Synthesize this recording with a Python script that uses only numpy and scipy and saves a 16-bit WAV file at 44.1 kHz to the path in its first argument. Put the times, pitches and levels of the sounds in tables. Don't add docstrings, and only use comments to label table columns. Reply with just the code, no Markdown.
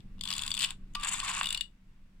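import sys
import numpy as np
from scipy import signal
from scipy.fft import rfft, irfft
from scipy.io import wavfile
from scipy.ndimage import uniform_filter1d

SR = 44100
rng = np.random.default_rng(int(sys.argv[2]) if len(sys.argv) > 2 else 0)


def unload_wav(signal):
    wavfile.write(
        sys.argv[1],
        SR,
        np.round(np.clip(np.atleast_2d(signal).T, -1, 1) * 32767).astype(np.int16),
    )


def boost_factor(decibels):
    exponent = np.asarray(decibels, float) / 20
    return 10 ** exponent


N = 97020


def curve(table):
    return np.interp(np.arange(N) / SR, *np.array(table, float).T)


def by_hz(table):
    hz, value = np.array(table, float).T
    return np.interp(np.log(np.fft.rfftfreq(N, 1 / SR) + 1), np.log(hz), value)


def unit(x):
    return x / np.sqrt(np.mean(x ** 2))


def walk(rate_hz):
    k = int(SR / rate_hz)
    steps = np.repeat(rng.standard_normal(N // k + 1), k)
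    return unit(uniform_filter1d(uniform_filter1d(steps, k), k)[:N])


def highpass(x, order, hz):
    return signal.sosfilt(signal.butter(order, hz, "high", fs=SR, output="sos"), x)


def lowpass(x, order, hz):
    return signal.lfilter(*signal.butter(order, hz, fs=SR), x)


def ring(x, modes):
    out = 0
    for hz, db, t60_s in modes:
        pole = np.exp(2j * np.pi * hz / SR - np.log(1000) / (t60_s * SR))
        out = out + boost_factor(db) * signal.lfilter([1], [1, -pole], x).imag
    return out


def place(times_s, shapes):
    length = shapes.shape[-1]
    x = np.zeros(shapes.shape[1:-1] + (N + length,))
    for s, shape in zip(times_s, shapes):
        i = int(s * SR)
        x[..., i:i + length] += shape
    return x[..., :N]


def grit(shape, spread_db):
    return rng.standard_normal(shape) * boost_factor(spread_db * rng.standard_normal(shape))


def pair(shared, own):
    own = 0.22 * (own + 2.91 * np.diff(own, prepend=0, axis=-1))
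    return np.stack([shared + own, shared - own], axis=-2)


# pitch_hz, density_db_per_hz
AIR_SPECTRUM = [(30, 2.5), (130, 0.5), (230, -4.5), (420, -20), (700, -25), (2000, -25), (4000, -33),
                (16000, -46)]
# time_s, gain_db
RECORDER_GAIN = [(0, 11), (.4, 12), (1.1, 9.5), (1.38, 10.5), (1.5, 5), (1.7, 1), (2.2, 1.5)]
# time_s, level_db
HAND_RUMBLE = [(0, -48.5), (.4, -45.5), (1.1, -47.5), (1.6, -47.5), (1.8, -56.5)]
HUM_HZ, HUM_DB, HUM_WOBBLE_DB, HUM_DRIFT = 190.6, -69.5, 4, 0.0037
HISS_FROM_HZ, HISS_SHARE = 500, 0.19


def background():
    mid, side = irfft(rfft(rng.standard_normal((2, N))) * boost_factor(by_hz(AIR_SPECTRUM)), N)
    side = signal.lfilter(*signal.butter(1, 798, "high", fs=SR), side)
    air = unit(mid + side * np.array([[1], [-1]])) * boost_factor(-65 + 0.5 * walk(8.2))
    bass = signal.sosfiltfilt(signal.butter(2, HISS_FROM_HZ, fs=SR, output="sos"), air)
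    gain_db = curve(RECORDER_GAIN)
    hiss = (air - bass) * boost_factor(2.5 + HISS_SHARE * gain_db)
    phase = np.cumsum(2 * np.pi * HUM_HZ * (1 + HUM_DRIFT * walk(21)) / SR)
    hum = np.sin(phase) * boost_factor(HUM_DB + HUM_WOBBLE_DB * walk(54))
    hand_band = signal.butter(3, (12, 28), "band", fs=SR, output="sos")
    hand = unit(signal.sosfilt(hand_band, rng.standard_normal(N)))
    return hiss + (bass + hum) * boost_factor(gain_db) + hand * boost_factor(curve(HAND_RUMBLE) + 2 * walk(20))


# time_s, peak_db, plate_ring_db, spring_ring_db
TOUCHES = [
    (.004, -55, -18, -12),
    (.182, -69, 0, -32),
    (.192, -55, -11, -35),
    (.688, -52.5, 10.5, 5),
    (0.936, -68, 3, 11.5),
]
WIND_TICKS = [(0.2102, -27.5, -48, -6.5), (0.2362, -26, -41, -9), (0.2535, -29, -55, -2.5),
              (0.2748, -26, -50, -23), (0.2875, -37.5, -4.5, 6.5), (0.304, -22.5, -21, -10.5),
              (0.3133, -26.5, -12.5, -7), (0.3269, -23, -16.5, -15), (0.3364, -26.5, -66, -2),
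              (0.3523, -29, -26, -4.5), (0.365, -37.5, -3.5, 7.5), (0.3803, -25.5, -39, -3.5),
              (0.392, -26, -11.5, -14), (0.3997, -36, -33, -5.5), (0.415, -39.5, -16, 5.5),
              (0.4204, -27, -36, -5.5), (0.4349, -24, -28.5, -10), (0.4502, -38.5, -80, -1),
              (0.4635, -31, -11, 1.5), (0.478, -22, -44.5, -11.5), (0.5055, -27.5, -15.5, -2),
              (0.5152, -20.5, -41.5, -12), (0.5402, -24, -23.5, -3.5), (0.5489, -27, -25.5, -4.5),
              (0.5682, -27, -20, -5.5), (0.576, -25, -7.5, -12), (0.5909, -29.5, -21, 6),
              (0.596, -27, -8.5, -7), (0.606, -22.5, -20.5, -8.5), (0.6106, -24.5, -16.5, -5.5)]
JAM = [
    (.6195, -22.5, -6.5, -6),
    (0.628, -23, -4, -6),
    (0.634, -26, -10.5, -2.5),
    (.639, -20.5, -8.5, -7),
    (0.644, -20, -10.5, -9.5),
    (.648, -26.5, -2.5, -15.5),
]
RELEASE_AND_STOP = [
    (0.9499, -29, -8, -20.5),
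    (0.9528, -27, -5, -12.5),
    (1.4104, -29.5, -26.5, -5),
]
LATE_TICKS = [(0.657, -31.5, -25, -2), (0.7059, -27.5, -16.5, -2.5), (0.9976, -38.5, -12, -4),
              (1.0107, -45, -17.5, 6), (1.0235, -37, -36, -14), (1.0345, -29, -37, -2),
              (1.1999, -27.5, -5.5, -29), (1.2811, -26, -11, -32), (1.0833, -34, -4, -15.5),
              (1.123, -35.5, 0, 0.5), (1.1465, -34, 0, -9), (1.2468, -39, -2.5, -8),
              (1.2957, -39.5, -5, -5.5), (1.3145, -35.5, -6, -2.5), (1.366, -39.5, 3.5, -13.5),
              (1.3927, -36, -8, -16), (1.4311, -24.5, -18.5, -3), (1.442, -26, -8.5, -8.5),
              (1.4571, -25.5, -11, -4.5), (1.4702, -20.5, -14, -10), (1.488, -23.5, -21.5, -5),
              (1.5049, -20.5, -14.5, -8.5), (1.5262, -26.5, -14.5, 0), (1.5466, -23.5, -8, -7),
              (1.5746, -24.5, -18, -7), (1.6091, -23.5, -10, -5)]
# pitch_hz, level_db, t60_s
PAWL = [(3448, -8.5, 0.018), (3595, -5, 0.012), (4086, -8.5, 0.0062), (4576, -7.5, 0.0057),
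        (5420, -19.5, 0.0049), (6200, -20.5, .004)]
FREE_PLATE = [(2910, 0, .033), (3600, -3, .018), (3550, -24, .12)]
HELD_PLATE = [(3016, 0.5, 0.012), (2703, -4, .009)]
SPRING = [(7187, 0.5, 0.0083), (7680, 8, 0.0051), (8470, -11, 0.0072), (9180, -11, 0.02),
          (11500, -27, 0.0054), (14900, -19, 0.0023)]
HOUSING = [(760, -41, 0.014), (1115.4, -1, 0.024), (1260, -1, 0.0075), (1556, 2, 0.007),
           (1904, -3.5, 0.0085), (2300, -3.5, 0.0058), (2700, 3.5, .012)]
HELD_FROM_S, FREE_FROM_S = 0.3, 1.42
CHATTER_RISE_S, CHATTER_HOLD_S, CHATTER_FALL_S, CHATTER_SPREAD_DB = 0.0012, 0.001, 0.002, 0.3
TICK_COLOUR_DB, TICK_BODY_DB = 2, -18.5


def to_peak(x, peak_db):
    peak = np.abs(x.mean(axis=1)).max(axis=1)
    return x * (boost_factor(peak_db) / peak)[:, None, None]


def ticks():
    events = TOUCHES + WIND_TICKS + JAM + RELEASE_AND_STOP + LATE_TICKS
    s, db, plate_db, spring_db = np.array(events, float).T
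    t = np.arange(1800) / SR
    fall_s = np.maximum(t - CHATTER_RISE_S - CHATTER_HOLD_S, 0)
    env = np.minimum(t / CHATTER_RISE_S, 1) * np.exp(-fall_s / CHATTER_FALL_S)
    shared, own, uneven = rng.standard_normal((3, len(s), len(t)))
    chatter = pair(shared, own) * (env * boost_factor(CHATTER_SPREAD_DB * uneven))[:, None]
    held = (s > HELD_FROM_S) & (s < FREE_FROM_S)
    free = s > FREE_FROM_S
    parts = ((PAWL, db + 1.5 - 3 * free),
             (FREE_PLATE, db + plate_db + 11 - 99 * held),
             (HELD_PLATE, db + plate_db + 8 - 99 * ~held),
             (SPRING, db + spring_db + 2))
    out = 0
    for modes, level_db in parts:
        part = 0
        for mode in modes:
            colour = boost_factor(TICK_COLOUR_DB * rng.standard_normal((len(s), 1, 1)))
            part = part + colour * ring(chatter, [mode])
        out = out + to_peak(part, level_db)
    body = to_peak(ring(chatter, HOUSING[1:]), db + TICK_BODY_DB - 6.7 * free)
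    start_s = s - 0.0008
    return highpass(place(start_s, out), 4, 2450) + place(start_s, body)


# start_s, level_db, contact_s, long_ring_db
KNOCKS = [
    (.182, -48, 0.00083, -28),
    (0.84, -67, .0003, -37),
    (0.952, -30, 0.00022, 1),
    (0.956, -27, 0.00057, -30),
    (1.412, -18, 0.000098, -35.5),
]
# pitch_hz, level_db, t60_s
LONG_RING = [(1169, -1, 0.24), (1452, -11.5, .09), (2266, -12.5, .1)]
RING_SWELL_S = 0.0096


def knocks():
    s, db, contact_s, ring_db = np.array(KNOCKS, float).T[:, :, None]
    t = np.arange(100) / SR
    push = np.sin(np.pi * np.minimum(t / contact_s, 1)) / (contact_s * SR) * boost_factor(db)
    build = np.hanning(int(RING_SWELL_S * SR) * 2)
    n = len(build)
    swell = 2 * build / build.sum() * np.cos(2 * np.pi * LONG_RING[0][0] * np.arange(n) / SR)
    swell = swell + grit(n, 2) / n
    long_push = np.convolve(place(s[:, 0], push * boost_factor(ring_db)), swell)[:N]
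    return ring(place(s[:, 0], push), HOUSING) + ring(long_push, LONG_RING)


GRIT_DB, RUB_PER_S, RUB_PATCHY_DB = 2, 4000, 3
# pitch_hz, level_db, t60_s
MOVING_PLATE = [(2830, -1, 0.0049), (2395, -3, 0.007), (3320, -5, .006)]


def rub(table, mix_db):
    contacts = grit((2, N), GRIT_DB) * (rng.random((2, N)) < RUB_PER_S / SR)
    x = pair(*contacts)
    out = 0
    for db, modes in zip(mix_db, (HOUSING, MOVING_PLATE, PAWL, SPRING[:-1])):
        out = out + boost_factor(db + RUB_PATCHY_DB * walk(70)) * unit(ring(x, modes))
    return out * boost_factor(curve(table))


# time_s, level_db
WIND_RUB = [(.2, -111), (.26, -57.5), (.4, -57), (.6, -61.5), (.65, -53), (.67, -58.5), (.72, -60.5),
            (.76, -108)]


def wind_rub():
    return rub(WIND_RUB, mix_db=(7, -15.5, 6, 4))


# start_s, length_s, level_db, body_db
RATTLES = [(0.613, 0.036, -38, -1.5), (1.029, .015, -39.5, 6.5), (1.044, 0.012, -34, -0.5),
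           (1.069, 0.015, -34, -1), (1.082, 0.016, -30, -6.5), (1.113, 0.019, -34.5, -3),
           (1.13, 0.0167, -31, -4.5), (1.151, 0.036, -40.5, -5.5), (1.191, 0.017, -34.5, -20),
           (1.232, 0.029, -37, -11), (1.287, .018, -35, -6.5), (1.306, 0.0085, -41, -14),
           (1.329, 0.025, -39, -23), (1.362, 0.013, -37.5, -16), (1.375, 0.021, -37.5, -14),
           (1.395, 0.01, -33.5, -24)]
RATTLE_GAP_S, RATTLE_JITTER, RATTLE_FUZZ_DB = 0.0038, 0.3, -2


def rattles():
    taps = 600
    times_s = np.cumsum(RATTLE_GAP_S * np.exp(RATTLE_JITTER * rng.standard_normal(taps)))
    shared, own = rng.standard_normal((2, taps, 40))
    tap_level = boost_factor(1.5 * rng.standard_normal((taps, 1, 1)))
    shapes = pair(shared, own) * np.hanning(40) * tap_level
    fuzz = unit(pair(*grit((2, N), GRIT_DB)))
    x = unit(place(times_s[times_s < N / SR], shapes)) + boost_factor(RATTLE_FUZZ_DB) * fuzz
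    x = x / np.std(ring(x, SPRING))
    t = np.arange(N) / SR
    spring_gate = body_gate = 0
    for s, length_s, db, body_db in RATTLES:
        run = np.clip(np.minimum(t - s + 0.001, s + length_s - t) / 0.003, 0, 1)
        spring_gate = spring_gate + boost_factor(db) * run
        body_gate = body_gate + boost_factor(db + body_db) * run
    return ring(x * spring_gate, SPRING[:-1]) + ring(x * body_gate, MOVING_PLATE + PAWL)


# time_s, level_db
RETURN_RUB = [(.96, -71), (1.0, -38.5), (1.025, -39.5), (1.04, -32), (1.06, -34), (1.085, -32),
              (1.105, -32.5), (1.13, -34.5), (1.155, -33), (1.2, -32), (1.225, -33.5), (1.25, -32.5),
              (1.3, -28.5), (1.35, -30.5), (1.4, -34), (1.5, -37.5), (1.6, -51.5), (1.63, -77)]


def whirr():
    return lowpass(rub(RETURN_RUB, mix_db=(-9.5, -16.5, -18.5, -18)) + rattles(), 2, 11100)


# start_s, peak_db, pitch_hz, length_s
SQUEAKS = [(1.026, -36.5, 1120, .014), (1.038, -40, 1064, .012), (1.067, -39, 1050, .012),
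           (1.088, -50, 1070, .016), (1.134, -38.5, 1030, .018), (1.184, -42, 1190, .014),
           (1.227, -30.5, 1096, .013), (1.248, -36.5, 1257, .01), (1.274, -40, 1030, .012),
           (1.3, -34, 1043, .02), (1.322, -38.5, 953, .018), (1.327, -44, 1150, .012),
           (1.369, -33, 1070, .012), (1.39, -43.5, 1100, .01)]
SQUEAK_WOBBLE = 0.015


def squeaks():
    s, db, hz, length_s = np.array(SQUEAKS, float).T[:, :, None]
    t = np.arange(1500) / SR
    wobble = 10 * uniform_filter1d(rng.standard_normal((len(s), len(t))), size=100, axis=1)
    tone = np.sin(np.cumsum(2 * np.pi * hz * (1 + SQUEAK_WOBBLE * wobble) / SR, axis=1))
    swell = np.sin(np.pi * np.minimum(t / length_s, 1))
    return place(s[:, 0], boost_factor(db) * tone * swell)


ROOM_T60_S, ROOM_DB, ROOM_TOP_HZ = 0.14, -14, 7400


def room(dial):
    t = np.arange(SR // 2) / SR
    tail = rng.standard_normal((2, len(t))) * boost_factor(-60 * t / ROOM_T60_S) * np.minimum(t / 0.012, 1)
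    tail = lowpass(tail, 1, ROOM_TOP_HZ)
    return boost_factor(ROOM_DB) * signal.fftconvolve(dial, tail / np.linalg.norm(tail[0]), axes=1)[:, :N]


# pitch_hz, left_minus_right_db
PORT_PAN = [(400, -1), (1300, -1), (2400, 3.5), (4400, 9), (8000, 3), (15000, -2)]
# pitch_hz, left_lead_rad
PORT_PHASE = [(500, 1.8), (1500, 0.79), (3500, 0.93), (8000, 2.11)]
# pitch_hz, level_db
TREBLE_COLOUR = [(9500, -1), (11500, -9), (13500, -5.5), (15000, -2.5), (16200, -17.5), (16600, -60.5)]


def two_ports(x):
    half = boost_factor(by_hz(PORT_PAN) / 2) * np.exp(0.5j * by_hz(PORT_PHASE))
    return irfft(rfft(x) * np.array([half, 1 / half]) * boost_factor(by_hz(TREBLE_COLOUR)), N)


def scene():
    dial = ticks() + knocks() + wind_rub() + whirr() + squeaks()
    dial = highpass(dial, 4, 900)
    return background() + two_ports(dial + room(dial))


def top_cut(x):
    return signal.sosfilt(signal.butter(12, 16510, fs=SR, output="sos"), x)


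def record(dry):
    return top_cut(dry)


dry = scene()
out = record(dry)
unload_wav(out)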